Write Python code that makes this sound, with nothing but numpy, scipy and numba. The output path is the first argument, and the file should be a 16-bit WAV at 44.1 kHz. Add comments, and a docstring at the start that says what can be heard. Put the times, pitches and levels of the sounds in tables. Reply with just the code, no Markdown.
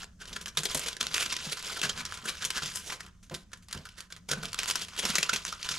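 """A brief crackle and a crease snapping over open the scene: a glossy sticker sheet is bent, turned and
peeled in a workshop. Each snap is a burst of noise that swells, rings in its patch of film and rattles out.
Between snaps, flurries of tiny damped sines crackle as the hands grip; noise pushes ring as soft knocks.
A small cluttered room answers with short decaying noise, and a low rumble with faint hiss lies under all."""
import sys
import numpy as np
from scipy import signal
from scipy.fft import rfft, irfft
from scipy.io import wavfile
from scipy.ndimage import uniform_filter1d
from numba import njit

SR = 44100
rng = np.random.default_rng(int(sys.argv[2]) if len(sys.argv) > 2 else 0)


def store_wav(level_fs):
    """Save 16-bit WAV to argv[1]."""
    pcm = np.round(np.clip(np.atleast_2d(level_fs), -1, 1) * 32767)
    wavfile.write(sys.argv[1], SR, pcm.T.astype(np.int16))


N = 254898
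T = np.arange(N) / SR  # time, s
HZ = np.maximum(np.fft.rfftfreq(N, 1 / SR), 1)  # frequency bins, kept above zero for the log axis

# spectrum of the rumble: pitch_hz, relative_density_db
RUMBLE_SPECTRUM = [(15, -17), (25, -6), (101, -6), (139, -18), (176, -5), (257, -22.5), (318, -30),
                   (404, -35.5), (655, -36.5), (1390, -68), (1720, -74), (6200, -38), (15000, -61)]
# slow course of the rumble: time_s, relative_level_db
RUMBLE_LEVEL = [(0.0, -63), (0.72, -59), (0.85, -66), (1.21, -59), (1.33, -65), (2.04, -57), (2.27, -62),
                (3.27, -61), (4.06, -65), (4.47, -60), (5.78, -63)]
# likeness of left and right in diffuse sound: pitch_hz, correlation (no unit)
LIKENESS = [(100, 1), (500, 0.71), (2000, 0.32), (8000, 0.42), (13000, .3)]
ROOM_DB, ROOM_T60_S, ROOM_TREBLE_T60_S = -13.5, 0.31, 0.072
# soft knocks and flaps of the whole sheet: start_s, relative_level_db, pitch_hz, push_t60_s
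KNOCKS = [(0.305, -47.5, 196, 0.3), (0.568, -42.5, 150, 0.12), (0.573, -41, 427, 0.041),
          (.747, -38.5, 260, 0.043), (.748, -36, 532, 0.023), (0.851, -45, 73.4, 0.088),
          (0.998, -45, 221, 0.46), (1.102, -46, 111, 0.09), (1.148, -48.5, 198, 0.37),
          (1.28, -50, 86.1, 0.091), (1.463, -39.5, 171, 0.038), (1.826, -38, 161, 0.28),
          (1.966, -43, 186, 0.19), (2.227, -47.5, 200, .4), (2.451, -49, 181, 0.14),
          (2.561, -43.5, 176, 0.074), (2.616, -42, 163, 0.25), (3.037, -53.5, 83, 0.13),
          (3.309, -39, 188, .19), (3.312, -42.5, 329, 0.11), (3.753, -41.5, 91.5, 0.31),
          (3.745, -41.5, 193, 0.22), (4.306, -38.5, 149, 0.19), (4.367, -39.5, 185, 0.19),
          (4.426, -41, 164, 0.2), (5.033, -34.5, 177, .08), (5.093, -34, 178, .052),
          (5.181, -40.5, 170, 0.037), (5.327, -36.5, 210, .057), (5.705, -47.5, 154, 0.13)]
# low modes of the bench: pitch_hz, width_hz, level_db
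BENCH_MODES = [(62, 18, -3), (88.6, 24, -2.5), (156, 27, 3.5), (205, 14, -21), (250, 106, -33),
               (397, 330, -11.5)]
# bouts of handling: start_s, length_s, relative_crackle_level_db at the start, rasp_against_crackle_db
BOUTS = [(-.02, 0.056, -42.5, -5), (0.198, 0.24, -54.5, 0.5), (0.546, 0.088, -54.5, -4),
         (0.683, 0.23, -40, -8), (0.92, 0.06, -54, -27), (1.018, 0.086, -40.5, -8), (1.109, .17, -38, -7),
         (1.29, .17, -40.5, -7), (1.462, 0.3, -44, -9), (1.645, 0.32, -46.5, -4.5),
         (1.953, 0.073, -47.5, 0), (2.045, 0.18, -47, -1.5), (2.25, 0.09, -46.5, -1.5),
         (2.358, 0.16, -49, -12), (2.502, .09, -45.5, -13), (2.601, 0.12, -42.5, -13),
         (2.8, 0.078, -48.5, -7.5), (2.891, 0.046, -42, 1.5), (2.99, 0.093, -63.5, 5),
         (3.305, 0.069, -65, -2), (3.68, 0.048, -56, -6), (3.744, 0.19, -59, -16), (3.95, .1, -63, 0),
         (4.113, 0.062, -60, -2), (4.297, 0.15, -52, 0), (4.43, 0.16, -50, -5), (4.576, 0.099, -39, -6),
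         (4.674, .165, -42, -10), (4.879, 0.26, -50, -1.5), (5.019, 0.21, -36, -8.5),
         (5.231, 0.16, -43.5, -4), (5.419, .03, -50.5, -19), (5.448, 0.2, -47, -5), (5.64, .1, -40, -6.5),
         (5.733, .1, -39, -11)]
# time constants of grip and release, slackening within a bout, relative level between bouts
GRIP_S, LET_GO_S, SAG_DB_PER_S, REST_DB = 0.0065, 0.013, 19.5, -78.5
# creases snapping: flip_s, relative_crest_db, pitch_hz, rise_ms, fall_ms (times to 1/e, floored in snaps)
SNAPS = [(0.0326, -35.5, 1710, 1.5, 2.9), (.043, -37.5, 7100, 0.54, 1.6), (0.2214, -38, 1590, 9, 5.5),
         (.255, -39, 1520, 0.35, 3.4), (0.276, -40.5, 3060, 1.4, 25), (0.3292, -35, 3400, .3, 9.4),
         (0.3639, -27.5, 1610, 4, 9.3), (0.412, -35.5, 5500, 0.46, 9.1), (0.4591, -28.5, 2750, 0.18, 1.9),
         (0.4719, -35, 1620, 4.3, 4.3), (0.482, -34, 5630, 1.4, 5.8), (0.5727, -18.5, 3580, .7, 8.7),
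         (0.6073, -35, 3420, 16, 5.1), (0.6341, -26.5, 6960, 0.56, 10), (.656, -21, 3600, 2.5, 7),
         (.7123, -32.5, 3360, .3, 22), (0.7474, -23, 7550, 0.75, 7), (0.7748, -27.5, 5100, 2.1, 4.9),
         (0.7944, -29, 7540, .21, 2.8), (0.8388, -32, 2280, 16, 6.6), (0.8631, -29.5, 2250, 1.6, 12),
         (0.8725, -31, 3300, 3.7, 3.8), (.8847, -25.5, 3540, 1.4, 3.6), (.9284, -32, 3470, .3, 4),
         (0.967, -31, 1670, 0.24, 2.8), (1.0123, -18, 3560, 3.4, 3.1), (1.0289, -25.5, 6100, 0.23, 1.8),
         (1.0686, -22, 3550, 0.27, 0.39), (1.1423, -19.5, 2670, 0.4, 4.7), (1.163, -23.5, 2520, 9.2, 12.5),
         (1.181, -20, 2700, .2, 0.54), (1.2082, -24.5, 2870, 7.9, 10), (1.2287, -23, 2500, 23, 13),
         (1.2635, -26.5, 3080, 2.3, 1.2), (1.303, -31, 2660, 5.4, 2.6), (1.325, -24, 5000, 0.77, 4.6),
         (1.3659, -25.5, 3600, 0.53, 2.5), (1.452, -31.5, 4000, 16, 23), (1.4974, -35, 3700, 1.1, 4.7),
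         (1.5232, -25, 3930, 4.6, 7.7), (1.5747, -32.5, 4220, 3.5, 5.4), (1.592, -37, 4740, 1.4, 4.7),
         (1.626, -33.5, 5330, 0.57, 2.3), (1.675, -33.5, 5040, 17, 9.3), (1.698, -32.5, 1510, 1.4, 4.4),
         (1.724, -34, 2110, 5.9, 19), (1.7749, -31.5, 1470, 6.3, 3.2), (1.7965, -32, 3030, 6.2, 5.8),
         (1.8156, -21.5, 2820, 0.6, 6.6), (1.8343, -22, 1590, 3.5, 15), (1.852, -26.5, 2700, 4.4, 14),
         (1.8956, -22.5, 3270, 2, 4.5), (1.9762, -32, 1480, 0.61, 7.1), (2.0106, -30.5, 2280, 26, 4.5),
         (2.0526, -28.5, 5230, .3, 6.9), (2.112, -38, 3600, .27, 1.8), (2.1236, -28.5, 1520, 1.5, 3.5),
         (2.1423, -34, 7050, 1.9, 13), (2.175, -36.5, 1440, 1.2, 4.7), (2.2417, -41, 1450, 1.1, 4.9),
         (2.253, -29.5, 1510, 0.59, 15), (2.2826, -27.5, 2380, 4.4, 14), (2.2921, -25, 3900, 5.1, 9),
         (2.352, -37, 1620, .5, 3.3), (2.4281, -29, 1610, 9.6, 10), (2.443, -27, 3000, 0.45, 1.8),
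         (2.45, -22, 5930, 1.1, 9.1), (2.504, -21.5, 3040, .4, 4.3), (2.569, -33, 1480, 10, 5),
         (2.5795, -25, 1600, 18, 9.2), (2.621, -30.5, 1420, .9, 9.7), (2.6344, -28.5, 3320, 2.5, 6.4),
         (2.6592, -28.5, 4900, .4, 28), (2.7611, -32.5, 5040, 18, 26), (2.758, -30, 6000, .3, 1.4),
         (2.7709, -31, 5600, .3, 23), (2.877, -35.5, 5740, 24, 56), (2.9223, -31, 2140, 0.33, 9.7),
         (3.0068, -32, 2000, 2.8, 3.2), (3.0361, -45, 2530, 8.7, 9.7), (3.065, -44, 3250, 1.7, 1.8),
         (3.2288, -52, 6000, .3, 24), (3.2979, -41.5, 1710, 0.43, 1.1), (3.344, -28.5, 3800, 2, 9.4),
         (3.5175, -52, 1480, .3, 7.3), (3.5326, -35.5, 1710, 0.42, 3.6), (3.5726, -55, 6800, 0.3, 9),
         (3.6244, -54.5, 6800, 1.1, 19), (3.685, -44, 4930, .3, 2.5), (3.7111, -40.5, 2330, .3, 3.4),
         (3.728, -28, 4200, 0.16, 2.5), (3.75, -36.5, 1500, 8.2, 3.5), (3.777, -39.5, 2980, 4.1, 2),
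         (3.8532, -39, 1480, 0.77, 11), (3.8894, -41.5, 3080, 0.76, 3.1), (3.984, -40, 1830, 6.9, 22),
         (4.0057, -33, 4430, 0.47, 3.3), (4.1032, -46.5, 1540, .3, 19), (4.1251, -33.5, 3560, 1.3, 1.8),
         (4.1648, -40.5, 1950, .9, 4.3), (4.291, -28.5, 5500, 2.1, 5.2), (4.317, -20, 5340, 4.2, 4.2),
         (4.335, -24, 1470, 23, 4.4), (4.4327, -30, 1380, 2.7, 4.7), (4.4549, -26.5, 2650, 0.17, 3.2),
         (4.519, -48, 6800, .3, 1.2), (4.5309, -27.5, 4400, .2, 2.2), (4.545, -26, 3300, 0.39, 0.62),
         (4.591, -20.5, 2550, 1.5, 4.1), (4.6329, -23, 2100, 0.65, 2.1), (4.659, -27.5, 2790, 0.47, 0.6),
         (4.684, -27, 6350, 4.5, 7), (4.701, -22, 3080, 4.2, 2.4), (4.7102, -20, 5140, 0.32, 3.9),
         (4.7558, -21.5, 5330, .3, 5.1), (4.8183, -28.5, 4300, 2.9, 8.6), (4.8487, -35.5, 3380, .3, 2.1),
         (4.884, -38, 2530, .38, 2.5), (4.916, -51, 6100, 0.48, 0.89), (4.9652, -34.5, 3260, 0.68, 5.7),
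         (4.978, -30.5, 2900, .65, 8.3), (4.989, -21.5, 3300, 0.24, 10.4), (5.0522, -19.5, 5500, 0.3, 6.1),
         (5.1033, -24, 4030, 24, 8.7), (5.1536, -17, 6140, 0.2, 6.8), (5.1837, -15.5, 2270, 0.68, 4.3),
         (5.2304, -16, 2620, 1.4, 3.4), (5.295, -17.5, 1470, 2, 2.8), (5.3331, -20, 2490, 1.6, 9.4),
         (5.36, -23.5, 3430, 0.27, 4.2), (5.42, -44, 5000, .3, 1.5), (5.4515, -24, 4700, .2, 0.71),
         (5.4672, -33, 5560, 9.7, 7.2), (5.4786, -31, 3440, 0.41, 18), (5.5258, -28, 1330, .76, 4),
         (5.629, -27.5, 4130, .2, 2.4), (5.6558, -47, 2440, 1.8, 5.4), (5.6892, -22, 3520, 0.46, 6.7),
         (5.7187, -28, 5300, 8, 11)]
# mean tone of the snaps as the sheet is turned: time_s, body_db, edge_db (both against the core)
SNAP_TONE = [(0, -6, -8), (.5, -15, -5.5), (.78, -8, -1), (.95, -16.5, -7.5), (1.2, -17, -7),
             (1.8, -10.5, -7), (2.05, -21, -10.5), (2.27, -16.5, -4.5), (2.45, -19, -2), (2.58, -16, -10),
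             (2.75, -22.5, -1.5), (2.95, -12.5, -7.5), (3.3, -17, -7), (3.7, -24.5, -3.5), (4.35, -9, -5.5),
             (4.55, -17.5, -4.5), (4.95, -14.5, -5), (5.3, -15, -8.5), (5.78, -20, -12)]
# long snaps are fuller, high ones brighter; both tones scatter
BODY_DB_PER_DOUBLING, EDGE_DB_PER_OCTAVE, TONE_SCATTER_DB = 1.5, 2.5, 2.5
# resonances of the film and the camera shell: pitch_hz, width_hz, level_db
FILM_MODES = [(1014, 21, 0.5), (1504, 87, -16.5), (3230, 1000, -8.5), (5060, 2430, -10), (10000, 510, -5.5)]
# overall colour of the film sound: pitch_hz, gain_db
COLOUR = [(100, 4.5), (300, 1), (820, -3.5), (1300, 3), (2000, -1.5), (4000, -1.5), (7000, 2.5),
          (11000, -7), (13500, -10), (15500, -24)]
# level difference of the two ports: pitch_hz, left_minus_right_db
PORT_LEVEL = [(100, -0.6), (500, -1.4), (5000, -0.5), (9000, 0.5), (12000, 4), (15000, 1)]
# phase difference of the two ports: pitch_hz, left_lead_rad
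PORT_PHASE = [(500, 0.079), (1800, -0.43), (3500, -0.78), (5600, -0.49), (10900, 0.04), (12000, 1),
              (14000, 0.72)]
TOP_HZ = 15700  # upper limit of the camera
OPPOSED = np.array([[1], [-1]])  # signs for left and right


def undb(db):
    """A level in dB is twenty times the logarithm of the amplitude ratio returned here."""
    return 10 ** (np.asarray(db) / 20)


def unit(x):
    """Division by the root mean square gives unit rms."""
    return x / np.sqrt(np.mean(x ** 2))


def crest(x):
    """Short-time power sets the scale: the loudest 2 ms get rms 1."""
    power = uniform_filter1d(np.mean(x ** 2, axis=0), SR // 500)
    return x / np.sqrt(power.max())


def over_hz(table):
    """A frequency response is interpolated along logarithmic frequency."""
    hz, value = np.transpose(table)
    return np.interp(np.log(HZ), np.log(hz), value)


def ring(x, hz, width):
    """A single resonance passes its centre at gain 1; its bandwidth sets the decay."""
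    return signal.lfilter(*signal.iirpeak(hz, hz / width, SR), x)


def lowpass(order, hz):
    """A Butterworth low-pass is maximally flat below its corner."""
    return signal.butter(order, hz, fs=SR, output="sos")


def band(x, lo_hz, hi_hz):
    """A gentle band-pass keeps the spectrum between two corners."""
    return signal.sosfilt(signal.butter(2, [lo_hz, hi_hz], "band", fs=SR, output="sos"), x)


def walk(rate):
    """Random levels, held for 1 / rate s and averaged twice, drift smoothly with a spread near 1."""
    k = int(SR / rate)
    held = np.repeat(rng.standard_normal(N // k + 1), k)
    return 1.3 * uniform_filter1d(uniform_filter1d(held, k), k)[:N]


def pair(shape_db):
    """A shared and an opposed noise, mixed by frequency, give two channels of the stated correlation."""
    like = np.clip(over_hz(LIKENESS), 0, 1)
    mid, side = rfft(rng.standard_normal((2, N))) * undb(shape_db)
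    return irfft(np.sqrt(1 + like) * mid + np.sqrt(1 - like) * side * OPPOSED, N)


def rumble():
    """Broadband noise weighted to low frequency rumbles; its three bands fluctuate independently."""
    noise = unit(pair(over_hz(RUMBLE_SPECTRUM)))
    under_75 = signal.sosfiltfilt(lowpass(2, 75), noise)
    under_140 = signal.sosfiltfilt(lowpass(2, 140), noise)
    bands = (under_75, under_140 - under_75, noise - under_140)
    wavering = sum(part * undb(2.5 * np.clip(walk(9), -2, 1.5)) for part in bands)
    return wavering * undb(np.interp(T, *np.transpose(RUMBLE_LEVEL)) + 5.0)


def room(x):
    """Dense echoes off shelves and pegboard decay exponentially; absorption ends the treble sooner."""
    t = T[:SR // 2]
    echo = pair(0)[:, :SR // 2] * (t > .003)  # the first reflection comes after 3 ms
    bass = signal.sosfilt(lowpass(1, 1500), echo)
    tail = bass * np.exp(-t * np.log(1000) / ROOM_T60_S)
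    tail = tail + (echo - bass) * np.exp(-t * np.log(1000) / ROOM_TREBLE_T60_S)
    tail = tail / np.sqrt(np.sum(tail ** 2) / 2)  # unit mean energy per channel
    return undb(ROOM_DB) * signal.fftconvolve(tail, x.mean(axis=0)[None], axes=1)[:, :N]


def knocks():
    """Forced resonance: a soft, fumbling push excites the flap's own pitch and the bench modes."""
    span = SR // 3
    out, t = np.zeros(N + span), T[:span]
    for start_s, level_db, hz, t60_s in KNOCKS:
        decay = np.exp(-t * np.log(1000) / max(t60_s, .02))
        push = rng.standard_normal(span) * (1 - np.exp(-t / 0.0038)) * decay
        flap = ring(ring(push, hz, 76.0), hz, 76.0)
        bench = sum(undb(db) * ring(push, f, width) for f, width, db in BENCH_MODES)
        thud = 1.3 * flap + bench
        i = int(start_s * SR)
        out[i:i + span] += undb(level_db + 5.0) * thud / np.abs(thud).max()
    return out[:N]


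@njit
def grains(start, pole, left, right, length):
    """Damped free vibration: a rotating, shrinking phasor gives each grain a few cycles of sine."""
    out = np.zeros((2, length))
    for k in range(len(start)):
        z, i = 1. + 0j, start[k]
        while i < length and abs(z) > .005:
            out[0, i] += left[k] * z.imag
            out[1, i] += right[k] * z.imag
            z *= pole[k]
            i += 1
    return out


def crackle(hz, octaves, cycles, scatter_db, pan_db, count):
    """Independent tiny creases at random moments, pitches, sizes and places add up to crackle."""
    when, pitch = rng.random(count), rng.standard_normal(count)
    size, place = rng.exponential(1, count), rng.standard_normal(count)
    f = np.clip(hz * 2 ** (octaves * pitch), 50, .4 * SR)
    pole = np.exp((2j * np.pi - 1 / cycles) * f / SR)  # falls to 1/e in the given cycles
    gain = undb(scatter_db * np.minimum(size, 4)) * np.sign(place)
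    gain = gain * np.sqrt(f / hz)  # short high grains carry equal energy
    left, right = gain * undb(pan_db * place / 2), gain * undb(-pan_db * place / 2)
    return unit(grains((when * N).astype(np.int64), pole, left, right, N))


def bouts():
    """Crackle follows the strain: each bout grips quickly, slackens slowly and lets go."""
    gain, rasp = undb(REST_DB), undb(REST_DB)
    for start_s, length_s, level_db, rasp_db in BOUTS:
        since = T - start_s
        grip = np.clip(since / GRIP_S, 0, 1) * np.exp(-np.maximum(since - length_s, 0) / LET_GO_S)
        grip = grip * undb(level_db - SAG_DB_PER_S * np.clip(since, 0, length_s))
        gain, rasp = gain + grip, rasp + grip * undb(rasp_db)
    return gain, rasp


def rustle():
    """Amplitude modulation: three grain sizes follow the hands and come in small flurries."""
    gain, rasp = bouts()
    low = crackle(hz=1460, octaves=0.47, cycles=1.72, scatter_db=2.0, pan_db=3.5, count=4000)
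    mid = crackle(hz=3256, octaves=0.462, cycles=3.9, scatter_db=3.0, pan_db=4.5, count=9000)
    high = crackle(hz=8820, octaves=0.622, cycles=4.2, scatter_db=3.0, pan_db=4.0, count=18000)
    flurry_db = np.minimum(1.5 * walk(40) + 2.05 * walk(140), 5.0)
    return undb(flurry_db) * (rasp * low + gain * (mid + undb(-3) * high))


def snaps():
    """Buckling: a crease creaks up to the flip, the film around it rings, then rattles out."""
    turn_s, bodies_db, edges_db = np.transpose(SNAP_TONE)
    lead, span = 2048, 6144  # samples before the flip, and in all
    out, t_ms = np.zeros((2, N + span)), (np.arange(span) - lead) / SR * 1000
    for flip_s, crest_db, hz, rise_ms, fall_ms in SNAPS:
        after = np.maximum(t_ms, 0) / max(fall_ms, .5)
        fall = 0.85 * np.exp(-after) + 0.068 * np.exp(-after / 8.3)
        rattle = np.where(t_ms < 0, np.exp(t_ms / max(rise_ms, .2)), fall)
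        shared, slips = rng.standard_normal((2, span))
        apart = rng.standard_normal((2, span))
        lean, body_luck, edge_luck = rng.standard_normal(3)
        grit = undb(3.74 * uniform_filter1d(slips, 40) * np.sqrt(40))  # slips come unevenly
        # the two ports hear slightly different parts of the patch
        jolt = (shared + 0.3 * apart) * rattle * grit
        # large, low patches ring more
        patch = (3800 / hz) ** 0.99 * ring(jolt, hz, 0.14 * hz)
        core = (hz / 3000) ** 0.35 * band(jolt, 933, 6820) + patch
        body = band(jolt, 370, 1094)
        edge = band(jolt + 0.43 * apart * rattle, 5400, 12450)
        body_db = np.interp(flip_s, turn_s, bodies_db) + TONE_SCATTER_DB * body_luck
        body_db += BODY_DB_PER_DOUBLING * np.log2((rise_ms + fall_ms) / 6)
        edge_db = np.interp(flip_s, turn_s, edges_db) + TONE_SCATTER_DB * edge_luck
        edge_db += EDGE_DB_PER_OCTAVE * np.log2(hz / 3500)
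        snap = crest(core) + undb(body_db) * crest(body) + undb(edge_db) * crest(edge)
        i = int(flip_s * SR)
        out[:, i:i + span] += undb(crest_db + 0.89 * lean * OPPOSED) * snap
    return out[:, lead:lead + N]


def scene():
    """Superposition: the resonant film and the knocks sound directly and in the room, over the rumble."""
    film = snaps() + rustle()
    film = 0.69 * film + sum(undb(db) * ring(film, hz, width) for hz, width, db in FILM_MODES)
    near = irfft(rfft(film) * undb(over_hz(COLOUR)), N) + knocks()
    return near + room(near) + rumble()


def record(dry):
    """Interaural-like cues: the ports differ in level and phase by frequency; the camera cuts the top."""
    half = 0.5 * OPPOSED  # each port takes half of the difference
    shift = np.exp(1j * half * over_hz(PORT_PHASE))
    ports = irfft(rfft(dry) * undb(half * over_hz(PORT_LEVEL)) * shift, N)
    return signal.sosfilt(signal.ellip(10, .2, 80, TOP_HZ, fs=SR, output="sos"), ports)


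dry = scene()
out = record(dry)
store_wav(out)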